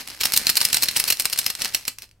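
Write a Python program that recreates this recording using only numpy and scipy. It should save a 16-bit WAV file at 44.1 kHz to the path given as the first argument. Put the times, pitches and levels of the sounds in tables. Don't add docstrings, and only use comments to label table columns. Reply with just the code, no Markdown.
import sys
import numpy as np
from scipy import signal
from scipy.fft import rfft, irfft
from scipy.io import wavfile

SR = 44100
rng = np.random.default_rng(int(sys.argv[2]) if len(sys.argv) > 2 else 0)


def unload_audio(sound):
    columns = np.transpose(np.atleast_2d(sound))
    steps = np.round(np.clip(columns, -1, 1) * 32767)
    wavfile.write(sys.argv[1], SR, steps.astype(np.int16))


N = 97020
TIME = np.arange(N) / SR
CONTACT_SAMPLES = 4096
LEAD_S = 0.012


def from_db(db):
    return 10 ** (np.asarray(db) / 20)


def colour(x, points):
    size = 8192
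    hz, db = np.transpose(points)
    freqs = np.maximum(np.arange(size // 2 + 1) * SR / size, 1)
    gain = from_db(np.interp(np.log(freqs), np.log(hz), db))
    cepstrum = irfft(np.log(gain))
    fold = np.r_[1, np.full(size // 2 - 1, 2), 1, np.zeros(size // 2 - 1)]
    impulse = irfft(np.exp(rfft(cepstrum * fold)))
    return signal.fftconvolve(x, impulse)[:N]


def edge(x, hz, kind):
    sos = signal.butter(1, min(hz, SR / 2 - 1000), kind, fs=SR, output="sos")
    return signal.sosfilt(sos, x + 1e-18)


def tint(x, low_db, treble_db):
    low_mid_hz, treble_hz = 3000, 7000
    x = x + (from_db(low_db) - 1) * edge(x, low_mid_hz, "low")
    return x + (from_db(treble_db) - 1) * edge(x, treble_hz, "high")


def wobble(count, per_s):
    at = np.arange(count) * per_s / SR
    return np.interp(at, np.arange(count), rng.standard_normal(count))


def spread(pair, width_db=0):
    # pitch_hz [Hz], side_minus_mid_db [dB]
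    widths = [(100, -23), (500, -22), (2000, -7), (4500, -3.5), (7000, -7.5)]
    mid_points = [(hz, -10 * np.log10(1 + from_db(db + width_db) ** 2)) for hz, db in widths]
    side_points = [(hz, -10 * np.log10(1 + from_db(-db - width_db) ** 2)) for hz, db in widths]
    mid = colour(pair[0], mid_points)
    side = colour(pair[1], side_points)
    return np.array([mid + side, mid - side])


def add(out, start_s, sound):
    start = max(int(start_s * SR), 0)
    out[:, start:start + sound.shape[1]] += sound[:, :N - start]


def background():
    # [dB, relative]
    air_spectrum = [(25, -3.5), (45, 0), (110, -8), (190, -17), (1000, -29.5), (15000, -44)]
    hum_hz, hum_db, hum_waver_db, air_db = 104.3, -66, 4, -34.5
    hum_level = from_db(hum_db + hum_waver_db * wobble(N, per_s=21))
    hum = hum_level * np.sqrt(2) * np.sin(2 * np.pi * hum_hz * TIME)
    air = spread([colour(side, air_spectrum) for side in rng.standard_normal((2, N))])
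    return hum + from_db(air_db) * air


def rubbing():
    # [dB, before the trim below]
    rub_levels = [(0, -25), (.04, -40.5), (.07, -36), (.085, -30), (.13, -34), (.18, -38), (.22, -37),
                  (.31, -29), (.45, -28.5), (.70, -30), (.94, -31), (1.09, -26.5), (1.15, -34.5),
                  (1.31, -33.5), (1.45, -33), (1.54, -40.5), (1.61, -25), (1.73, -35), (1.84, -42),
                  (1.97, -65), (2.04, -35), (2.07, -68), (2.2, -84)]
    trim_db, treble_db, low_cut_hz = 1, -16.5, 56
    slips_per_s, slip_spread_db, hiss_db, grain_t60_s = 650, 3.8, -5.5, 0.006
    slip_happens = rng.random(N) < slips_per_s / SR
    slips = slip_happens * from_db(slip_spread_db * np.minimum(rng.exponential(1, N), 3.5))
    power_decay = from_db(-120 / (grain_t60_s * SR))
    power = signal.lfilter([1], [1, -power_decay], slips ** 2 + 1e-18)
    grain = np.sqrt(power / power.mean() + from_db(hiss_db) ** 2)
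    level = from_db(np.interp(TIME, *np.transpose(rub_levels)) + trim_db)
    noise = level * grain * rng.standard_normal((2, N))
    return edge(tint(noise, 0, treble_db), low_cut_hz, "high")


def resonate(x, hz, width_hz, lift_db):
    r = np.exp(-np.pi * width_hz / SR)
    numerator = (1 - r * r) / 2 * np.array([1, 0, -1])
    denominator = [1, -2 * r * np.cos(2 * np.pi * hz / SR), r * r]
    band = signal.lfilter(numerator, denominator, x)
    return x + (from_db(lift_db) - 1) * band


def frame(x, share):
    # pitch_hz [Hz, before detuning], width_hz [Hz], lift_db [dB at full share]
    resonances = [(2717, 490, 5), (4220, 290, 7.5), (5260, 140, 5.5), (5670, 250, 2), (8350, 280, 7),
                  (11130, 380, 4.5)]
    detune = 0.03
    for hz, width_hz, lift_db in resonances:
        x = resonate(x, hz * (1 + detune * rng.standard_normal()), width_hz, share * lift_db)
    return x


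def contact(chatter_s, t60_s, brush):
    attack_s, snap_db, snap_s = 0.0001, -3, 0.0006
    flutter_db, flutter_t60_s, brush_s = -13, 0.087, 0.007
    chatter_rough_db, low_cut_hz = 3.2, 330
    t = TIME[:CONTACT_SAMPLES] - LEAD_S
    decay = from_db(-60 * np.maximum(t - chatter_s, 0) / t60_s)
    decay = decay * (1 + from_db(snap_db) * np.exp(-abs(t) / snap_s))
    flutter = from_db(flutter_db - 60 * t / flutter_t60_s)
    shape = np.clip(t / attack_s, 0, 1) * np.hypot(decay, flutter)
    shape = shape + brush * np.exp(-abs(t) / brush_s)
    roughness = from_db(chatter_rough_db * wobble(len(t), per_s=914))
    burst = shape * roughness * rng.uniform(-1.06, 1, (2, len(t)))
    burst = burst * np.sqrt(np.sum(shape ** 2) / np.sum(burst ** 2, axis=1, keepdims=True))
    return frame(edge(burst, low_cut_hz, "high"), 1)


def place(pair):
    narrower_db, longest_lag_us = -4, 34
    left, right = spread(pair, narrower_db)
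    hz = np.fft.rfftfreq(len(left), 1 / SR)
    lag_us = rng.uniform(0, longest_lag_us)
    late_left = irfft(rfft(left) * np.exp(-2j * np.pi * hz * lag_us / 1e6), len(left))
    return np.array([late_left, right])


def ticks():
    # [dB, before the trim below]
    tick_times = [(.0751, -24.5), (.2063, -23), (.2224, -20.5), (.2702, -20), (.3211, -14), (.3445, -17),
                  (.4812, -19), (.5550, -15), (.6050, -15), (.6185, -15), (.6284, -16.5), (.6868, -20),
                  (.7024, -22), (.7829, -21), (.8573, -21), (.9125, -20), (.9821, -20), (1.0402, -13),
                  (1.0535, -24), (1.1711, -24), (1.2215, -20), (1.2993, -20.5), (1.3603, -21),
                  (1.3764, -18.5), (1.4149, -23), (1.4429, -23), (1.4806, -22.5), (1.5517, -19.5),
                  (1.6041, -24), (1.6470, -14.5), (1.6789, -25), (1.8525, -25), (1.9854, -26),
                  (2.0210, -28.5), (2.0255, -34), (2.0912, -49), (2.1126, -45)]
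    trim_db, chatter_s, t60_s = 3.5, 0.00023, 0.012
    out = np.zeros((2, N))
    for start_s, level_db in tick_times:
        tick = tint(contact(chatter_s, t60_s, 0), low_db=-7.5, treble_db=-1.5)
        add(out, start_s - LEAD_S, from_db(level_db + trim_db) * place(tick))
    return out


def thump():
    level_db, peak_s, low_cut_hz = -18, 0.0014, 60
    t = np.maximum(TIME[:CONTACT_SAMPLES] - LEAD_S, 0) / peak_s
    pulse = t * np.exp(1 - t)
    return from_db(level_db) * edge(pulse, low_cut_hz, "high")[None]


def slaps():
    # [Hz, the flap's own ring]
    landings = [(0.2099, -11, 0.00062, -0.5, -.5, 2390), (0.2339, -12, 0.0044, -0.5, -3.5, 4220),
                (0.254, -5.5, 0.001, -5.5, -2.5, 5400), (0.3365, -7.5, 0.00062, -6, 0.5, 10400),
                (0.363, -15, 0.0044, -4, 7, 3940), (0.3734, -11, 0.0041, -3.5, 7, 8600),
                (0.469, -6, 0.00052, -2.5, -3, 4140), (.492, -6.5, 0.0019, -7, -5.5, 5100),
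                (0.4977, -7.5, 0.0015, -7.5, 1.5, 4100), (0.5687, -13, 0.0076, -1.5, 7, 4270),
                (.612, -11.5, 0.0032, -2.5, 4, 4000), (0.6504, -6.5, 0.0027, -20, 0, 5210),
                (0.7284, -8, 0.0032, -8, -1.5, 2800), (.744, -7, 0.00062, -4, 2, 4070),
                (0.7687, -10.5, 0.00069, 0, 3, 11800), (.8237, -13.5, .0002, -1, 6.5, 9000),
                (.8325, -12, 0.011, -2.5, 2, 4970), (0.8854, -7.5, 0.0038, -16, -13, 4180),
                (0.9624, -10.5, 0.00067, 1, -6, 3250), (0.9671, -12.5, 0.0052, -1, 4, 5800),
                (0.9985, -8.5, 0.0017, -4.5, 1.5, 10200), (1.078, -14, 0.011, -7, -1, 4500),
                (1.102, -9.5, 0.0052, -4, 2.5, 2610), (1.123, -11.5, 0.0051, -5, 0, 13330),
                (1.1975, -12, 0.01, -6.5, 0, 8400), (1.2546, -10, 0.00099, 3, 0.5, 8900),
                (1.3277, -13, 0.0065, -5.5, -3, 5150), (1.3876, -9, 0.003, -6, 2.5, 12000),
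                (1.4634, -10.5, .0013, -0.5, 0.5, 5300), (1.501, -16, 0.003, 1, 0.5, 12080),
                (1.619, -11.5, 0.0029, -13, -4, 5190), (1.6542, -18.5, 0.0027, 4.5, -4.5, 5900),
                (1.747, -12.5, 0.003, -3, 5, 7000), (1.7497, -12.5, .0007, -4.5, -7, 4290),
                (1.8795, -16.5, 0.0039, 3, 3.5, 7360)]
    trim_db, t60_s, brush_db = -2, 0.023, -9
    ring_db, ring_width_hz = 5, 380
    out = np.zeros((2, N))
    for start_s, level_db, chatter_s, low_mid_db, treble_db, ring_hz in landings:
        slap = contact(chatter_s, t60_s, from_db(brush_db))
        slap = tint(resonate(slap, ring_hz, ring_width_hz, ring_db), low_mid_db, treble_db)
        add(out, start_s - LEAD_S, from_db(level_db + trim_db) * place(slap))
        add(out, start_s - LEAD_S + chatter_s / 2, from_db(level_db) * thump())
    return out


def reflections(x, t60_s, build_s):
    t = TIME[:SR // 2]
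    tail = rng.standard_normal((2, len(t))) * from_db(-60 * t / t60_s)
    tail = tail * np.minimum(t / build_s, 1) ** 2
    tail = tail / np.sqrt(np.sum(tail ** 2, axis=1, keepdims=True))
    return signal.fftconvolve(x, tail, axes=1)[:, :N]


def scene():
    # [dB, before the direct level]
    contact_colour = [(60, -4.5), (200, -3), (450, -6.5), (1200, -4.5), (2000, 0), (3400, -2.5),
                      (5000, 1.5), (7200, -3.5), (10000, -2.5), (13000, 0.5), (15600, -6)]
    direct_db, rub_ring_share, right_louder_db = -2.5, 0.5, 0.24
    room_db, room_t60_s, room_build_s, room_top_hz = -11, 0.2, 0.0069, 9150
    contacts = spread(frame(rubbing(), rub_ring_share)) + ticks() + slaps()
    direct = from_db(direct_db) * np.array([colour(side, contact_colour) for side in contacts])
    echoes = edge(reflections(direct, room_t60_s, room_build_s), room_top_hz, "low")
    room = from_db(room_db) * spread(echoes)
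    balance = from_db([[-right_louder_db / 2], [right_louder_db / 2]])
    return (direct + room) * balance + background()


def record(dry):
    cutoff_hz = 15900
    rounded = dry / (1 + dry ** 6) ** (1 / 6)
    return signal.sosfilt(signal.ellip(10, 0.2, 70, cutoff_hz, fs=SR, output="sos"), rounded)


dry = scene()
out = record(dry)
unload_audio(out)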